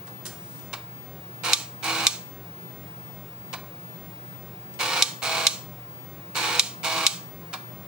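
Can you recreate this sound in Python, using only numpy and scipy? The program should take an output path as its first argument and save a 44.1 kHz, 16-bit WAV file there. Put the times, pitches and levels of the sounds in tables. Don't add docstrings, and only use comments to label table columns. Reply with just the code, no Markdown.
import sys
import numpy as np
from scipy import signal
from scipy.fft import rfft, irfft, next_fast_len
from scipy.io import wavfile
from scipy.ndimage import uniform_filter1d

SR = 44100
rng = np.random.default_rng(int(sys.argv[2]) if len(sys.argv) > 2 else 0)


def to_wav(s):
    ch = np.atleast_2d(s).T
    pcm = np.round(np.clip(ch, -1, 1) * 32767)
    wavfile.write(sys.argv[1], SR, pcm.astype(np.int16))


N = 347067
TAPS = 8192
HZ, TIME = np.fft.rfftfreq(TAPS, 1 / SR), np.arange(N) / SR


def amp(db):
    return 10 ** (np.asarray(db) / 20)


def curve(points, hz=HZ):
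    point_hz, value = np.transpose(points)
    return np.interp(np.log(hz + 1), np.log(point_hz + 1), value)


def peaks(rows):
    return sum(db / (1 + (2 * (HZ - hz) / width) ** 2) for hz, width, db in rows)


def add(mix, start_s, sound):
    part = mix[:, round(start_s * SR):][:, :sound.shape[1]]
    part += sound[:, :part.shape[1]]


def colour(x, db):
    log_gain = np.log(amp(np.maximum(db, db.max() - 100)))
    mirrored = np.r_[log_gain, log_gain[-2:0:-1]]
    response = np.exp(np.conj(signal.hilbert(mirrored)))
    taps = np.fft.ifft(response).real[:TAPS // 2]
    return signal.fftconvolve(x, taps[None] / np.linalg.norm(taps), axes=1)[:, :x.shape[1]]


def resonate(x, hz, width_hz):
    turn = np.exp(2j * np.pi * np.cumsum(hz) / SR)
    pole = np.exp(-np.pi * width_hz / SR)
    return 2 * (turn * signal.lfilter([1 - pole], [1, -pole], x / turn + 1e-18)).real


def ring(t60_s, rise_s=0.00021):
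    t = np.arange(TAPS) / SR
    burst = rng.standard_normal((2, TAPS)) * amp(-60 * t / t60_s) * (1 - np.exp(-t / rise_s))
    power = uniform_filter1d(abs(rfft(burst)) ** 2, size=70, axis=1)
    white = np.vstack([colour(side[None], -10 * np.log10(p + 1e-12)) for side, p in zip(burst, power)])
    return white / np.linalg.norm(white, axis=1, keepdims=True)


def impacts(events, spectrum, level_db, t60_s):
    out = np.zeros((2, N))
    for start_s, gain_db in events:
        add(out, start_s, amp(level_db + gain_db) * ring(t60_s))
    return colour(out, curve(spectrum))


def stereo(x, coherence, balance, lag_samples=0):
    size = next_fast_len(x.shape[1] + 64)
    (a, b), hz = rfft(x, size), np.fft.rfftfreq(size, 1 / SR)
    angle = np.arccos(np.clip(curve(coherence, hz), -1, 1)) / 2
    mid, side = a * np.cos(angle), b * np.sin(angle)
    tilt = amp(curve(balance, hz) / 2)
    delay = np.exp(-2j * np.pi * hz * lag_samples / SR)
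    return irfft(np.array([(mid + side) * tilt * delay, (mid - side) / tilt]), size)[:, :x.shape[1]]


def electrical_tone(hz, left_db, right_db):
    return amp([[left_db], [right_db]]) * np.sqrt(2) * np.sin(2 * np.pi * hz * TIME)


# frequency_hz, gain_db
FAN_SPECTRUM = [(15, -71.5), (25, -43), (59, -16), (90, -13), (103, -10), (124, -6.5), (184, -5),
                (210, -11.5), (520, -14), (579, -16.5), (661, -15.5), (1070, -19), (1630, -23.5),
                (2250, -26), (14500, -39.5)]
# frequency_hz, width_hz, gain_db
CASE_MODES = [(175.3, 23, 5), (298.7, 6.3, 5.5), (369, 10, 7), (593, 15, 7.5), (747, 4.8, 10.5),
              (1037, 12.7, 11), (1124, 14, 3.5), (2187, 85, 5.5)]
# frequency_hz, coherence
FAN_COHERENCE = [(30, .8), (130, .99), (290, .96), (640, .8), (1400, .4), (3100, .2), (7000, .1)]
# frequency_hz, left_minus_right_db
FAN_BALANCE = [(60, -5.5), (300, -1), (1300, -3.5), (2400, -2.5), (8000, 0.5)]
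def fan(level_db=-45.5):
    air = colour(rng.standard_normal((2, N)), curve(FAN_SPECTRUM) + peaks(CASE_MODES))
    return amp(level_db) * stereo(air, FAN_COHERENCE, FAN_BALANCE)


# frequency_hz, t60_s
ROOM_DECAY = [(200, 0.49), (1000, 0.43), (3000, 0.32), (7000, 0.32), (14000, 0.28)]
def room(x, build_s=0.0017):
    hz, t, bands = signal.stft(rng.standard_normal((2, SR // 2)), SR, nperseg=256)
    decay = amp(-60 * t / curve(ROOM_DECAY, hz)[:, None])
    onset = 1 - np.exp(-(t / build_s) ** 2)
    tail = signal.istft(bands * decay * onset, SR, nperseg=256)[1]
    return signal.fftconvolve(x, tail / np.linalg.norm(tail, axis=1, keepdims=True), axes=1)[:, :N]


# frequency_hz, gain_db
SWISH_SPECTRUM = [(500, -21), (2500, -6), (6000, -1), (10000, 0), (15000, -6)]
def swish(level_db=-54, start_s=0.24, rise_s=0.19, hold_s=0.14, fade_db_per_s=42):
    age = np.maximum(TIME - start_s, 0)
    swell = np.sqrt(np.minimum(age / rise_s, 1))
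    fade_db = -fade_db_per_s * np.maximum(age - rise_s - hold_s, 0)
    return swell * amp(level_db + fade_db) * colour(rng.standard_normal((2, N)), curve(SWISH_SPECTRUM))


# start_s, gain_db
STRAY_TICKS = [(0.0697, -14), (0.254, 1), (0.263, 2), (0.593, -16), (4.739, -13)]
# frequency_hz, gain_db
TICK_SPECTRUM = [(590, -44), (1000, -17), (1590, -9), (2530, -15), (3000, -10.5), (6340, -6.5),
                 (9640, -5.5), (11600, -14.5), (15000, -14)]
def light_ticks(latch_s=0.016, latch_db=4):
    latches = [(start + latch_s, latch_db) for start, _, _ in HEAD_SEEKS]
    return impacts(STRAY_TICKS + latches, TICK_SPECTRUM, level_db=-9.5, t60_s=0.044)


# start_s, gain_db
HEAD_NUDGES = [(0.7289, 1.5), (3.5288, 2), (7.5296, 3.5)]
# frequency_hz, gain_db
KNOCK_SPECTRUM = [(200, -53), (520, -10), (700, 5), (1200, 3.5), (1700, -3), (2400, -10), (3200, -9),
                  (4300, -5), (6000, -15), (15000, -25)]
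def knocks(settle_s=0.0095, rebound_s=0.0082, rebound_db=-3.5, stray_s=0.077, stray_db=-7):
    settles = [(s + settle_s, db) for s, db in HEAD_NUDGES]
    rebounds = [(s + rebound_s, db + rebound_db) for s, db in settles]
    return impacts([(stray_s, stray_db)] + settles + rebounds, KNOCK_SPECTRUM, level_db=-11, t60_s=0.057)


def panel(x, pitch_hz=1139, width_hz=2.6):
    return x + resonate(x, np.full(N, pitch_hz), width_hz)


STEP_HZ = 162.7
SEEK_GAIN_DB = {"out": 2, "back": 1.4}
# nominal_pitch_hz, gain_db
OUTWARD_TONES = [(325, -50), (407, -53), (488, -46), (529, -50), (732, -53), (854, -43), (895, -44),
                 (1017, -52), (1098, -53.5), (1505, -56), (1546, -51), (1830, -47)]
RETURN_TONES = [(325, -48), (488, -49), (651, -45), (732, -54), (814, -42), (976, -53), (1098, -44.5),
                (1139, -48), (1302, -59), (1464, -47), (1546, -52), (1627, -48.5)]
def motor_tones(level_db=-1, swell_s=0.023, fade_s=0.034, waver_db=3):
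    out, cycle_hz = np.zeros((2, N)), STEP_HZ / 4
    for start, stop, way in HEAD_SEEKS:
        run_s = stop - start
        t = np.arange(0, run_s + 0.15, 1 / SR)
        swell = 1 - np.exp(-np.minimum(t, run_s) / swell_s)
        fade = np.exp(-np.maximum(t - run_s, 0) / fade_s)
        for hz, tone_db in OUTWARD_TONES if way == "out" else RETURN_TONES:
            phase, waver_phase, pace = rng.random(3)
            waver = waver_db * np.sin(2 * np.pi * (waver_phase + (2 + 5 * pace) * t))
            harmonic_hz = round(hz / cycle_hz) * cycle_hz
            tone = np.sqrt(2) * np.sin(2 * np.pi * (harmonic_hz * t + phase))
            gain = amp(level_db + SEEK_GAIN_DB[way] + tone_db + waver)
            add(out, start, np.tile(gain * swell * fade * tone, (2, 1)))
    return out


def carriage(x, home_hz=1130, far_hz=820, width_hz=160, gain_db=-2, full_stroke_s=0.17):
    path = []  # time_s, position from 0 (home) to 1 (far end)
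    for start, stop, way in HEAD_SEEKS:
        travel = min((stop - start) / full_stroke_s, 1)
        path += [(start, 1 - travel), (stop, 1)] if way == "out" else [(start, travel), (stop, 0)]
    position = np.interp(TIME, *np.transpose(path))
    return x + amp(gain_db) * resonate(x, home_hz + (far_hz - home_hz) * position, width_hz)


# start_s, stop_s, direction
HEAD_SEEKS = [(1.434, 1.5331, "out"), (1.826, 2.0677, "back"), (4.79, 5.0233, "out"),
              (5.219, 5.468, "back"), (6.347, 6.595, "out"), (6.831, 7.0657, "back")]
# frequency_hz, gain_db
STEP_SPECTRUM = [(150, -33.5), (320, -14.5), (520, -7.5), (610, -13), (720, -5), (1000, -6.5), (1650, -7.5),
                 (1950, -13.5), (2250, -7), (3300, -9.5), (4100, -7.5), (4700, -9.5), (8200, -12.5),
                 (14500, -30.5)]
# frequency_hz, width_hz, gain_db
FRAME_MODES = [(670, 68, 0.5), (1190, 610, 3.5), (1530, 150, 0.5), (2316, 350, 9.5), (2900, 130, 7),
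               (3680, 90, 5), (4140, 830, 6.5), (5453, 200, 2.5), (12600, 1000, 9)]
def stepper(level_db=-29, coil_db=2, rattle_db=3, uneven_db=1.5, first_db=-7,
            t60_s=0.031, rise_s=0.0028, jitter_s=0.00015, brake_s=0.003, nudge_s=0.01):
    seeks = [(start, stop - brake_s, SEEK_GAIN_DB[way]) for start, stop, way in HEAD_SEEKS]
    nudges = [(start, start + nudge_s, db) for start, db in HEAD_NUDGES]
    out = np.zeros((2, N))
    for start, end, db in seeks + nudges:
        common, *coils = [ring(t60_s, rise_s) for _ in range(5)]
        for k, step_s in enumerate(np.arange(start, end, 1 / STEP_HZ)):
            late, hard = rng.standard_normal(2)
            knock = common + amp(coil_db) * coils[k % 4] + amp(rattle_db) * ring(t60_s, rise_s)
            force_db = db + uneven_db * hard + first_db / (1 + k) ** 2
            add(out, step_s + jitter_s * late, amp(force_db) * knock)
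    power_norm = np.sqrt(SR / STEP_HZ / (1 + amp(coil_db) ** 2 + amp(rattle_db) ** 2))
    buzz = colour(out, curve(STEP_SPECTRUM) + peaks(FRAME_MODES))
    return amp(level_db) * power_norm * carriage(buzz)


# frequency_hz, gain_db
CLACK_SPECTRUM = [(100, -30.5), (600, -25), (1150, -22.5), (1800, -19.5), (2300, -9.5), (3200, -3.5),
                  (4200, -2), (4900, -5), (5800, -4), (7800, -4), (8700, -8), (10200, -15.5), (11200, -9),
                  (15000, -31)]
# frequency_hz, width_hz, gain_db
CLACK_DIRECT_COLOUR = [(1180, 67, 21), (2330, 520, 9), (2950, 690, -3), (3570, 190, 10), (4000, 430, 7.5),
                       (5320, 450, 6.5), (6900, 130, 3), (8400, 160, -21)]
def clacks(level_db=13.5, t60_s=0.02, rattle_db=-3.5, rattle_t60_s=0.038, wet_db=-8):
    out, crack = np.zeros((2, N)), ring(t60_s, rise_s=0.00016)
    for _, stop, _ in HEAD_SEEKS:
        rattle = amp(rattle_db) * ring(rattle_t60_s, rise_s=0.016)
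        add(out, stop, amp(level_db) * (crack + rattle))
    out = colour(out, curve(CLACK_SPECTRUM))
    direct = colour(out, peaks(CLACK_DIRECT_COLOUR))
    return direct + amp(wet_db) * room(out)


# frequency_hz, coherence
DRIVE_COHERENCE = [(200, 0.72), (700, 0.85), (1400, 0.63), (3100, 0.55), (7000, 0.31), (15000, 0.1)]
# frequency_hz, left_minus_right_db
DRIVE_BALANCE = [(200, -4.5), (700, -0.8), (1300, -1), (2400, -4.5), (4400, -1), (8000, -2), (14000, -1)]
def scene(wet_db=-8, tick_wet_db=-2):
    works = stepper() + knocks() + swish()
    ticks = light_ticks()
    reverb = room(amp(wet_db) * works + amp(tick_wet_db) * ticks)
    drive = panel(works + ticks + reverb + clacks())
    drive = stereo(drive, DRIVE_COHERENCE, DRIVE_BALANCE, lag_samples=1.7)
    mains_hum = electrical_tone(hz=120, left_db=-50.5, right_db=-50)
    tube_whine = electrical_tone(hz=15600.8, left_db=-41.5, right_db=-57)
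    return drive + motor_tones() + fan() + mains_hum + tube_whine


def record(dry, limit_db=-7, attack_s=0.0078, recovery_s=0.1, cutoff_hz=16300):
    cut = np.maximum(1 - amp(limit_db) / (abs(dry).max(0) + 1e-9), 0)
    held = np.maximum.accumulate(cut + TIME / recovery_s) - TIME / recovery_s
    pole = np.exp(-1 / (attack_s * SR))
    gain = 1 - signal.lfilter([1 - pole], [1, -pole], held)
    clipped = np.clip(dry * gain, -0.95, 0.95)
    lowpass = signal.firwin(511, cutoff_hz, window=("kaiser", 9), fs=SR)
    return signal.oaconvolve(clipped, lowpass[None], "same")


dry = scene()
out = record(dry)
to_wav(out)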